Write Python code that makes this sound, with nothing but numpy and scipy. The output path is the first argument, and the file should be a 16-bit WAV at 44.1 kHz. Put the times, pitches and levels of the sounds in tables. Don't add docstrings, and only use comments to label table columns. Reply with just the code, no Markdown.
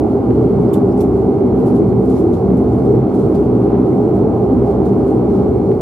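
import sys
import numpy as np
from scipy import signal
from scipy.fft import rfft, irfft, next_fast_len
from scipy.io import wavfile
from scipy.ndimage import uniform_filter1d, minimum_filter1d

SR = 44100
rng = np.random.default_rng(int(sys.argv[2]) if len(sys.argv) > 2 else 0)


def output_pcm(signal):
    pcm = np.clip(np.atleast_2d(signal).T, -1, 1) * 32767
    wavfile.write(sys.argv[1], SR, np.round(pcm).astype(np.int16))


N = 256220
SIZE = next_fast_len(N)
T = np.arange(N) / SR
HZ = np.maximum(np.arange(SIZE // 2 + 1) * SR / SIZE, 1)

# (frequency [Hz], coherence [0-1])
ROAR_COHERENCE = [(60, 0.97), (160, 1), (270, 0.93), (450, 0.81), (740, 0.99), (950, 0.86), (1220, 0.57),
                  (1550, 0.49), (2000, 0.35), (3300, 0.91), (5500, 0.092)]
# (frequency [Hz], phase [rad])
ROAR_PHASE_LEAD = [(60, 0.21), (300, -.04), (860, 0.56), (1210, 0.16), (1550, 0.69), (1810, 1),
                   (2500, -0.81), (4000, -0.014)]
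# (frequency [Hz], left minus right [dB])
PORT_BALANCE = [(60, 2), (130, -0.8), (290, 0.5), (640, -3.5), (1410, -2.5), (3100, 1.0), (6820, 0.5),
                (15000, 1)]

# (frequency [Hz], relative density [dB per Hz])
WALL_SPECTRUM = [(30, -48), (42, -37.5), (52, -27.5), (60, -17.5), (75, -13.5), (103, -17.5), (146, -18),
                 (170, -14), (285, -14.5), (450, -13), (520, -19), (650, -20), (900, -25.5), (1300, -34.5),
                 (1750, -50), (3000, -58.5), (6000, -75.5)]
# (frequency [Hz], half-width at quarter power [Hz], power added re wall [dB])
BOOMS = [(62.8, 3.5, 8.5), (88.6, 3.5, 2.5), (123.4, 9.2, 10), (196, 16, 11), (237.7, 15, 9.5),
         (257.1, 9.8, 13.5), (311.6, 10, 10), (342, 26, 4.5), (391.5, 12, 11.5), (408.6, 14, 10),
         (366, 26, 5.5), (438.8, 26, 5), (525, 10, 3), (580, 38, 2.5), (689, 15, 2), (782, 55, 7)]
REGISTER_EDGES_HZ = [0, 103, 150, 220, 285, 350, 520, 900, 22050]
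# (time [s], level [dB rms])
DEEP_BOOM_LEVEL = [(0.05, -31), (0.24, -31), (0.38, -23.5), (0.51, -32.5), (1.39, -30.5), (1.53, -22),
                   (1.68, -44.5), (1.73, -30), (2.92, -26.5), (3.11, -35), (5.04, -26.5), (5.22, -33.5),
                   (5.44, -24), (5.78, -35.5)]
SECOND_BOOM_LEVEL = [(0.049, -24.5), (0.261, -29.5), (0.3, -16.5), (0.961, -24), (1.759, -22.5),
                     (1.92, -16), (2.199, -27), (3.031, -15), (3.11, -40), (3.261, -9), (3.32, -33.5),
                     (3.4, -18), (3.66, -21), (5.78, -23)]
THIRD_BOOM_LEVEL = [(0.05, -35), (0.1, -28), (0.66, -17.5), (1.52, -26.5), (1.741, -17.5), (2.27, -24.5),
                    (2.56, -14.5), (2.75, -26.5), (2.779, -22), (4.888, -20.5), (4.95, -17), (5.16, -29),
                    (5.299, -19), (5.781, -23.5)]
FOURTH_BOOM_LEVEL = [(0.05, -20), (0.16, -18), (1.289, -20), (1.76, -13.5), (1.82, -26.5), (1.899, -14),
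                     (2.46, -23), (2.49, -16), (3.11, -20.5), (4.02, -17), (4.15, -31), (4.23, -13.5),
                     (4.49, -26.5), (4.53, -8), (4.73, -27.5), (4.79, -18), (5.76, -20.5), (5.78, -36)]
FIFTH_BOOM_LEVEL = [(0.05, -13), (0.08, -25), (0.46, -16.5), (0.51, -34), (0.61, -19), (1.66, -22.5),
                    (1.84, -12.5), (1.87, -27), (2.27, -15.5), (2.36, -23), (2.92, -19), (4.23, -18.5),
                    (4.36, -23), (5.16, -18.5), (5.73, -22.5), (5.78, -31)]
SIXTH_BOOM_LEVEL = [(0.05, -18.5), (0.57, -14.5), (0.82, -18.5), (0.85, -10.5), (0.93, -21), (1.01, -15),
                    (2.67, -17), (2.71, -21), (2.95, -11.5), (3.05, -22), (3.19, -16), (5.68, -16.5),
                    (5.7, -12.5), (5.78, -19)]
UPPER_HUM_LEVEL = [(.05, -24), (.15, -27), (.58, -27.5), (.92, -25.5), (1.13, -28.5), (1.26, -26),
                   (1.6, -28), (1.69, -24), (1.79, -28.5), (2.74, -26.5), (3.46, -27), (4.5, -24.5),
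                   (4.6, -28), (4.69, -22.5), (4.8, -25.5), (5.4, -26.5), (5.78, -28)]
TOP_HUM_LEVEL = [(.05, -38), (.64, -38), (.76, -34.5), (.84, -38.5), (1.5, -38), (1.68, -36), (1.9, -39),
                 (3.6, -37.5), (3.73, -35), (3.969, -38), (4.15, -37), (5.3, -37), (5.78, -40)]

# (multiple of shaft rate, level before drift [dB rms])
SHAFT_ORDERS = [(3, -55), (4, -33), (5, -41), (6, -33), (7, -38), (10, -35), (12, -30), (16, -31)]
# (time [s], peak level re WHINE_REF_PEAK [dB])
WHINE_LEVEL = [(0, -82), (1.4, -81), (1.6, -78), (2.5, -78), (2.95, -83), (3.05, -76), (4.2, -76),
               (5.75, -78)]
# (frequency [Hz], relative density [dB per Hz])
HISS_SPECTRUM = [(1470, -27), (2500, -11.5), (3890, -9), (4290, -4.5), (4600, -5.5), (5650, -9.5),
                 (10600, -9), (12600, -12.5), (14800, -18.5), (15400, -41.5)]

# (time [s], peak, mean of ports [dB], left minus right [dB])
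TICKS = [(.308, -30.5, -10), (1.928, -34, 0), (2.504, -33.5, -6), (3.753, -33, -2), (5.7165, -31, -10)]
# (onset [s], bright-part level [dB rms], length [s], low part re bright part [dB])
RUSTLES = [(.59, -63, 0.028, -5.5), (.75, -55, .018, -6), (.966, -55, 0.036, -5), (1.012, -62.5, 0.02, -3),
           (1.645, -54.5, 0.05, -3.5), (1.742, -54.5, 0.018, -2.5), (2.03, -60, .05, -4.5),
           (2.085, -55.5, 0.041, -1.5), (2.135, -56.5, .075, -0.5), (2.328, -54, 0.015, 2),
           (2.56, -58.5, 0.029, -4), (2.7, -61.5, 0.062, -3), (2.84, -62.5, 0.033, -4),
           (3.132, -57, .03, -0.5), (3.18, -61.5, .04, 2), (3.235, -62, .035, -2),
           (3.341, -54, 0.0096, 3.5), (3.58, -65, .06, 0), (4.13, -63, 0.056, -1), (4.63, -61.5, 0.084, 0),
           (4.842, -57, 0.031, 0.5), (5.05, -58.5, 0.058, -6), (5.25, -66, 0.15, 5)]
# (frequency [Hz], relative density [dB per Hz])
RUSTLE_BRIGHT_SPECTRUM = [(4500, -14), (6200, -5), (7300, 0), (10000, -1), (12500, -4), (13500, -14),
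                          (15600, -28)]
RUSTLE_LOW_SPECTRUM = [(1800, -10), (2600, -3), (4000, 0), (5600, -3), (7000, -10)]
# (center time [s], pitch [Hz], crest level [dB rms], half-length to 1/e [s])
SNAP_RINGS_AND_CHIRPS = [(.692, 5100, -55, .003), (.702, 5100, -62, .003), (.7415, 3500, -44, .004),
                         (.743, 2950, -50, .003), (.752, 3300, -51, .004), (.913, 5300, -61, .004),
                         (.927, 5300, -58.5, .006), (.979, 7800, -58, .003), (1.006, 5600, -49, .003),
                         (1.01, 2600, -50, .004), (1.012, 3400, -49, .004), (1.015, 5900, -50, .004),
                         (1.037, 5800, -60, .004)]
# (onset [s], crack level [dB rms], length [s], body re crack [dB])
SNAPS = [(.730, -38, .014, -9.5), (1.001, -41.5, .013, -6)]
# (frequency [Hz], relative density [dB per Hz])
SNAP_CRACK_SPECTRUM = [(5000, -18), (6500, -6), (7500, 1), (9000, 2), (12000, 4), (13500, 3), (14300, -3),
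                       (15600, -10)]
SNAP_BODY_SPECTRUM = [(1800, -5), (2600, 0), (3500, 0), (4600, -4), (5800, -3), (7000, -10)]

REGISTER_SMOOTH_S = .2
SHAFT_HZ = 15.94
WHINE_HZ, WHINE_REF_PEAK = 4195, 1.586774
WHINE_SKIRT_HZ, WHINE_SKIRT_DB = 70, -72.5
HISS_DB = -59.5
WHISTLE_HZ, WHISTLE_WIDTH_HZ, WHISTLE_DB = 2150, 170, -62
TICK_LOW_HZ, TICK_HIGH_HZ = 800, 1900
RUSTLE_RISE_SHARE, RUSTLE_T60_S, RUSTLE_COHERENCE = .45, .2, .05
RUSTLE_GRAIN_DB, RUSTLE_GRAINS_PER_S = 3.5, 400
RING_WIDTH_SHARE = .055
SNAP_RISE_SHARE, SNAP_T60_S, SNAP_COHERENCE = .55, .085, .2
SNAP_GRAIN_DB, SNAP_GRAINS_PER_S = 2.5, 250
SNAP_LEFT_LEAD_S = .00002
LIMIT, LIMIT_S = .99, .006
CUTOFF_HZ = 15600


def from_db(db):
    return 10 ** (np.asarray(db) / 20)


def rms_one(x):
    return x / np.sqrt(np.mean(x ** 2) + 1e-20)


def to_time(bins):
    return irfft(bins, SIZE)[..., :N]


def in_time(rows):
    return np.interp(T, *np.transpose(rows))


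def at_hz(points):
    hz, value = np.transpose(points)
    return np.interp(np.log(HZ), np.log(hz), value)


def slope_gain(points):
    below = np.maximum(points[0][0] / HZ, 1)
    above = np.maximum(HZ / points[-1][0], 1)
    return from_db(at_hz(points) - 30 * np.log2(below * above))


def hump(hz, width_hz):
    return 1 / (1 + ((HZ - hz) / width_hz) ** 2) ** 2


def drift(rate_hz):
    bins = rfft(rng.standard_normal(SIZE))
    return rms_one(to_time(bins / (1 + (HZ / rate_hz) ** 2)))


def stereo_noise(gain, coherence, phase_lead_rad=0):
    shared, own = rfft(rng.standard_normal((2, SIZE)))
    coherence = np.clip(coherence, 0, 1)
    sign = np.array([[1], [-1]])
    common = np.sqrt(1 + coherence) * shared * np.exp(.5j * phase_lead_rad * sign)
    opposed = np.sqrt(1 - coherence) * own * sign
    balance = from_db(sign * at_hz(PORT_BALANCE) / 2)
    return rms_one(to_time((common + opposed) * gain * balance))


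def roar():
    lift = 1 + sum(from_db(lift_db) ** 2 * hump(hz, width_hz) for hz, width_hz, lift_db in BOOMS)
    gain = slope_gain(WALL_SPECTRUM) * np.sqrt(lift)
    air = stereo_noise(gain, at_hz(ROAR_COHERENCE), at_hz(ROAR_PHASE_LEAD))
    bins = rfft(air, SIZE)
    levels = (DEEP_BOOM_LEVEL, SECOND_BOOM_LEVEL, THIRD_BOOM_LEVEL, FOURTH_BOOM_LEVEL,
              FIFTH_BOOM_LEVEL, SIXTH_BOOM_LEVEL, UPPER_HUM_LEVEL, TOP_HUM_LEVEL)
    span = round(REGISTER_SMOOTH_S * SR)
    out = 0
    for low_hz, high_hz, level in zip(REGISTER_EDGES_HZ, REGISTER_EDGES_HZ[1:], levels):
        part = to_time(bins * ((HZ > low_hz) & (HZ <= high_hz)))
        power = np.mean(part ** 2, axis=0)
        slow_power = uniform_filter1d(uniform_filter1d(power, size=span), size=span)
        out = out + part / np.sqrt(slow_power) * from_db(in_time(level))
    return out


def propeller():
    turns = np.cumsum(SHAFT_HZ * (1 + .0012 * drift(.5))) / SR
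    out = 0
    for order, db in SHAFT_ORDERS:
        level = np.sqrt(2) * from_db(db + 2.5 * drift(.7))
        out = out + level * np.sin(2 * np.pi * (order * turns + rng.random()))
    return out


def whine():
    turns = np.cumsum(WHINE_HZ + 2.7 * drift(1.5)) / SR
    peak = WHINE_REF_PEAK * from_db(in_time(WHINE_LEVEL) + 1.5 * drift(3))
    port_lag_rad = np.array([[0], [.8]])
    tone = peak * np.sin(2 * np.pi * turns - port_lag_rad)
    skirt = stereo_noise(np.sqrt(hump(WHINE_HZ, WHINE_SKIRT_HZ)), .3)
    return tone + from_db(WHINE_SKIRT_DB) * skirt


def hiss():
    whistle = stereo_noise(np.sqrt(hump(WHISTLE_HZ, WHISTLE_WIDTH_HZ)), .7)
    treble = stereo_noise(slope_gain(HISS_SPECTRUM), .048)
    return (from_db(WHISTLE_DB + 1.8 * drift(12)) * whistle
            + from_db(HISS_DB + 1.0 * drift(7)) * treble)


def ticks():
    band = signal.butter(2, [TICK_LOW_HZ, TICK_HIGH_HZ], "band", fs=SR, output="sos")
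    unit_peak = np.abs(signal.sosfilt(band, signal.unit_impulse(200))).max()
    clicks = np.full((2, N), 1e-18)
    for s, db, pan_db in TICKS:
        port_db = db + np.array([pan_db, -pan_db]) / 2
        clicks[:, round(s * SR)] = from_db(port_db) / unit_peak
    return signal.sosfilt(band, clicks)


def bursts(rows, rise_share, t60_s, high_gain, low_gain, coherence, left_lead_s, grain_db, grains_per_s):
    high, low = np.zeros((2, N))
    for s, db, length_s, low_db in rows:
        near = slice(round(s * SR), round((s + length_s + t60_s) * SR))
        age = T[near] - s
        rise_s = rise_share * max(length_s, .002)
        swell = np.sin(np.pi / 2 * np.clip(age / rise_s, 0, 1)) ** 2
        shape = swell * from_db(db - 60 * np.maximum(age - length_s, 0) / t60_s)
        high[near] += shape
        low[near] += shape * from_db(low_db)
    high_grain = rms_one(from_db(grain_db * drift(grains_per_s)))
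    low_grain = rms_one(from_db(grain_db * drift(grains_per_s)))
    bright = stereo_noise(high_gain, coherence, 2 * np.pi * HZ * left_lead_s)
    diffuse = stereo_noise(low_gain, .052)
    return high_grain * high * bright + low_grain * low * diffuse


def rustles():
    return bursts(RUSTLES, RUSTLE_RISE_SHARE, RUSTLE_T60_S,
                  slope_gain(RUSTLE_BRIGHT_SPECTRUM), slope_gain(RUSTLE_LOW_SPECTRUM),
                  RUSTLE_COHERENCE, 0, RUSTLE_GRAIN_DB, RUSTLE_GRAINS_PER_S)


def snap_rings_and_chirps():
    out = 0
    for s, hz, db, length_s in SNAP_RINGS_AND_CHIRPS:
        shape = np.exp(-((T - s) / length_s) ** 2)
        puff = shape * stereo_noise(np.sqrt(hump(hz, RING_WIDTH_SHARE * hz)), .5)
        out = out + from_db(db) * rms_one(puff) * np.sqrt(np.mean(shape ** 2))
    return out


def snaps():
    return bursts(SNAPS, SNAP_RISE_SHARE, SNAP_T60_S,
                  slope_gain(SNAP_CRACK_SPECTRUM), slope_gain(SNAP_BODY_SPECTRUM),
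                  SNAP_COHERENCE, SNAP_LEFT_LEAD_S, SNAP_GRAIN_DB, SNAP_GRAINS_PER_S)


def scene():
    return (roar() + propeller() + whine() + hiss() + ticks() + rustles()
            + snap_rings_and_chirps() + snaps())


def record(dry):
    span = round(LIMIT_S * SR)
    peak = np.abs(dry).max(axis=0)
    needed = minimum_filter1d(LIMIT / np.maximum(peak, LIMIT), size=3 * span)
    gain = uniform_filter1d(uniform_filter1d(needed, size=span), size=span)
    low_pass = signal.ellip(12, .1, 80, CUTOFF_HZ, fs=SR, output="sos")
    return signal.sosfilt(low_pass, dry * gain)


dry = scene()
out = record(dry)
output_pcm(out)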